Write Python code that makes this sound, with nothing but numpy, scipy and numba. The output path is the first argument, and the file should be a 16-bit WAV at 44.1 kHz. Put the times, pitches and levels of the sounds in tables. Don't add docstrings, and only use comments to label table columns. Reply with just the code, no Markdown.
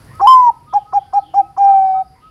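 import sys
import numpy as np
from scipy import signal
from scipy.io import wavfile
from scipy.ndimage import uniform_filter1d
from numba import njit

SR = 44100
rng = np.random.default_rng(int(sys.argv[2]) if len(sys.argv) > 2 else 0)


def generate_wav(sig):
    pcm = np.round(np.clip(np.atleast_2d(sig).T, -1, 1) * 32767).astype(np.int16)
    wavfile.write(sys.argv[1], SR, pcm)


def how_loud(loudness_db):
    steps = np.asarray(loudness_db, float) / 20
    return 10 ** steps


N = 101430


def level(x, db):
    return x * how_loud(db) / np.sqrt(np.mean(x ** 2))


@njit
def svf(x, hz, width):
    y, b, l = np.empty(len(x)), 0., 0.
    for i in range(len(x)):
        g, k = np.tan(np.pi * hz[i] / SR), width / hz[i]
        v = (b + g * (x[i] - l)) / (1 + g * (g + k))
        b, l, y[i] = 2 * v - b, l + 2 * g * v, k * v
    return y


def band(hz, width):
    centre_hz = hz + np.zeros(N)
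    once = svf(rng.standard_normal(N), centre_hz, 1. * width)
    return level(svf(once, centre_hz, 1. * width), 0)


def walk(rate):
    k = int(SR / rate)
    steps = np.repeat(rng.standard_normal(N // k + 1), k)
    return 1.546 * uniform_filter1d(uniform_filter1d(steps, k), k)[:N]


def logf(table, hz):
    points = np.array(table)
    return np.interp(np.log(hz), np.log(points[:, 0]), points[:, 1])


def hump(t, start, length, edge):
    to_nearest_end = np.minimum(t - start, start + length - t)
    return np.sin(np.pi / 2 * np.clip(to_nearest_end / edge, 0, 1)) ** 2


def yard():
    # pitch_hz, density_db (per Hz)
    yard_spectrum = [(28, -19), (60, 2.5), (130, 0), (200, -10), (600, -16.5), (1300, -21), (2000, -27),
                     (15000, -46)]
    # pitch_hz, width_hz, level_db
    insects = [
        (4750, 1200, -70),
        (10440, 3900, -71),
        (138.9, 10, -59.5),
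    ]
    air, swell = 0, walk(0.5)
    for hz in 30 * 2 ** np.arange(0, 9.1, .5):
        band_db = logf(yard_spectrum, hz) + 10 * np.log10(hz)
        flicker_db = .8 * swell + 1.2 * walk(12)
        air = air + how_loud(band_db + flicker_db) * band(hz, hz / 2)
    air = level(air, -51)
    return air + sum(how_loud(db + 0.88 * walk(4)) * band(hz, width) for hz, width, db in insects)


def cage_ticks(t):
    # start_s, level_db
    taps = [
        (.048, -47),
        (.056, -49),
        (.064, -49),
        (.152, -44),
        (.157, -45),
        (.272, -32),
    ]
    decay_s = 0.00096
    strike = sum(how_loud(db) * (t > s) * np.exp(-np.abs(t - s) / decay_s) for s, db in taps)
    return strike * band(8000, 12000)


def far_chirps(t):
    # start_s, length_s, level_db, from_hz, to_hz, width_hz
    calls = [(.06, .1, -54, 1750, 2050, 400), (.09, .07, -52, 950, 1250, 120),
             (.66, .2, -60, 3600, 2900, 500), (.96, .12, -61, 3300, 3200, 500),
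             (.98, .25, -63, 1540, 1530, 20), (1.15, .1, -63, 4500, 4000, 700),
             (1.17, .35, -55, 300, 345, 20), (1.2, .16, -59, 3500, 2900, 500),
             (1.38, .12, -68, 2600, 2600, 60), (1.5, .58, -57, 330, 330, 300),
             (1.64, .18, -62, 4800, 2400, 350), (1.8, .22, -63, 1750, 1740, 20),
             (1.8, .25, -68, 3900, 3700, 150), (1.8, .16, -68, 4800, 4800, 350),
             (2.03, .17, -66, 4950, 4750, 300), (2.13, .08, -65, 2150, 1950, 300),
             (2.14, .08, -59, 980, 960, 150), (2.19, .12, -66, 3200, 2700, 900)]
    out = 0
    for start, length, db, from_hz, to_hz, width in calls:
        glide_hz = np.interp(t, [start, start + length], [from_hz, to_hz])
        out = out + how_loud(db + 1.54) * hump(t, start, length, length / 3) * band(glide_hz, width)
    return out


def far_dove(t):
    # start_s, length_s, level_db, pitch_hz
    far_notes = [
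        (.125, .11, -43, 1300),
        (.29, 0.02, -56.5, 1290),
        (.44, 0.17, -54, 1290),
        (.655, 0.11, -44.5, 1269),
        (0.843, 0.14, -44.5, 1289),
        (1.114, 0.13, -45, 1290),
        (1.376, 0.14, -48, 1290),
        (1.649, 0.11, -41.5, 1290),
        (1.929, 0.084, -39, 1297),
        (2.21, 0.095, -43, 1294),
    ]
    rise_hz, rise_s = 92.5, .03
    song = 0
    for start, length, db, hz in far_notes:
        pitch_hz = hz - rise_hz * np.exp(-(t - start).clip(0) / rise_s)
        tone = np.sin(2 * np.pi * np.cumsum(pitch_hz) / SR)
        song = song + how_loud(db) * hump(t, start, length, 0.035) * tone
    return 1.26 * song * how_loud(0.83 * walk(30))


def croaks(t):
    # start_s, level_db, length_s
    openings = [
        (.196, -12, .019),
        (.727, -18, .011),
        (.925, -20, .01),
        (1.127, -25, .009),
        (1.336, -27, .008),
        (1.565, -24, .013),
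    ]
    pulse_hz, ring_hz, low_ring_hz, width_hz = 350, 1045, 450, 330
    pulses, chance = np.zeros(N), rng.standard_normal((len(openings), 2, 12))
    for (start, db, length), (uneven_time, uneven_level) in zip(openings, chance):
        at = np.cumsum((1 + 0.1 * uneven_time) / pulse_hz) - 1 / pulse_hz
        growth = np.clip(.5 + at / length, 0, 1) * (at < length)
        np.add.at(pulses, ((start + at) * SR).astype(int), growth * how_loud(db + 0.5 * uneven_level))

    def ring_thrice(hz):
        x = pulses
        for _ in range(3):
            x = svf(x, np.full(N, 1. * hz), 1. * width_hz)
        return x

    return (ring_thrice(ring_hz) + how_loud(-15.5) * ring_thrice(low_ring_hz)) * SR / width_hz / 2


def short_note(start, length, hz, db):
    start_sag_hz, start_sag_s, end_sag_hz, end_sag_s = 110, .015, 120, .011
    swell_db, release_s, release_db = 12, .017, 22
    s = np.linspace(0, length, num=40)
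    pitch_hz = hz - start_sag_hz * np.exp(-s / start_sag_s) - end_sag_hz * np.exp((s - length) / end_sag_s)
    swell = swell_db * (1 - s / (length - release_s)).clip(0) ** 1.8
    release = release_db * np.clip(1 - (length - s) / release_s, 0, 1) ** 2
    return np.c_[start + s, pitch_hz, db - swell - release]


def dove(t):
    # time_s, pitch_hz, level_db
    climb = [
        (.209, 750, -24),
        (.216, 775, -11.5),
        (.23, 793, -9.5),
        (.244, 815, -6),
        (.255, 820, -6.5),
        (.2625, 875, -4.2),
        (.2645, 895, -8.5),
        (.2708, 915, -13),
    ]
    # time_s, pitch_hz, level_db
    broken_up = [
        (.272, 1000, -1.8),
        (.287, 1043, -.7),
        (.318, 1036, -3.2),
        (.385, 1013, -4.6),
        (.458, 972, -9),
        (.474, 957, -5),
        (.499, 920, -7.5),
        (.503, 840, -15),
        (.509, 760, -30),
    ]
    # start_s, length_s, top_pitch_hz, level_db
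    short_notes = [
        (0.735, .056, 853.3, -7.5),
        (0.933, 0.06, 842.6, -7),
        (1.134, 0.066, 838.8, -7.5),
        (1.34, 0.081, 821, -6.5),
    ]
    # time_s, pitch_hz, level_db
    last_note = [
        (1.573, 730, -28),
        (1.583, 770, -15),
        (1.607, 804, -9),
        (1.66, 796, -6),
        (1.76, 779, -8),
        (1.92, 758, -13),
        (2.008, 759, -14.5),
        (2.023, 758, -18),
        (2.034, 720, -40),
    ]
    # pitch_hz, level_db
    throat = [(1500, -42), (2400, -44), (3200, -61), (4400, -70), (5500, -58), (6500, -68), (8500, -78),
              (11000, -90)]
    notes = [np.vstack([climb, broken_up])] + [short_note(*n) for n in short_notes] + [np.array(last_note)]
    rows = np.vstack(notes)
    hz = uniform_filter1d(np.interp(t, rows[:, 0], rows[:, 1]), size=50) * (1 + .003 * walk(60))
    spans = [(n[0, 0], n[-1, 0]) for n in notes]
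    gate = sum(hump(t, a - .003, b - a + .006, .007) for a, b in spans)
    bright_s, bright_db, pressed_db = .038, 25, 13
    fresh = sum((t > a) * np.exp(-np.abs(t - a) / bright_s) for a, _ in spans)
    note_db = uniform_filter1d(np.interp(t, rows[:, 0], rows[:, 2]), size=50)
    envelope = gate * 2 ** .5 * how_loud(note_db + .6 * walk(95))
    phase = 2 * np.pi * np.cumsum(hz) / SR
    tone = np.sin(phase) + how_loud(-33.5) * band(889, 190)
    tone += how_loud(-51) * fresh * band(3700, 5000)
    pressed = np.clip((hz - 850) / 100, 0, 1)
    for k in range(2, 14):
        lift_db = (bright_db * fresh + pressed_db * pressed) * np.clip((k - 3) / 3, 0, 1)
        flicker_db = 3. * min((k - 1) / 4, 1) * walk(90)
        tone += how_loud(logf(throat, k * hz) + lift_db + flicker_db) * np.sin(k * phase + k)
    return envelope * tone


def yard_echo(t, near, far):
    # late_s, level_db
    walls = [
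        (.014, -24),
        (.047, -31),
    ]
    t60_s, gap_s = 0.35, 0.016
    tail = rng.standard_normal(SR) * how_loud(-60 * t[:SR] / t60_s) * (t[:SR] > gap_s)
    tail /= np.sqrt(np.sum(tail ** 2))
    wet = signal.fftconvolve(how_loud(-22.5) * near + how_loud(-6) * far, tail)[:N]
    return wet + sum(how_loud(db) * np.roll(near, int(s * SR)) for s, db in walls)


def scene():
    t = np.arange(N) / SR
    near = dove(t) + croaks(t)
    far = far_dove(t) + far_chirps(t) + cage_ticks(t)
    duck_db, duck_at_s, duck_s = 8.5, 0.21, 0.22
    gain = how_loud(duck_db * np.exp(-(t - duck_at_s).clip(0) / duck_s))
    return (near + far + yard_echo(t, near, far) + gain * yard())[None]


def top_cut(x):
    return signal.sosfilt(signal.butter(12, 15670, fs=SR, output="sos"), x)


def record(dry):
    return top_cut(np.clip(dry, -.95, .95))


dry = scene()
out = record(dry)
generate_wav(out)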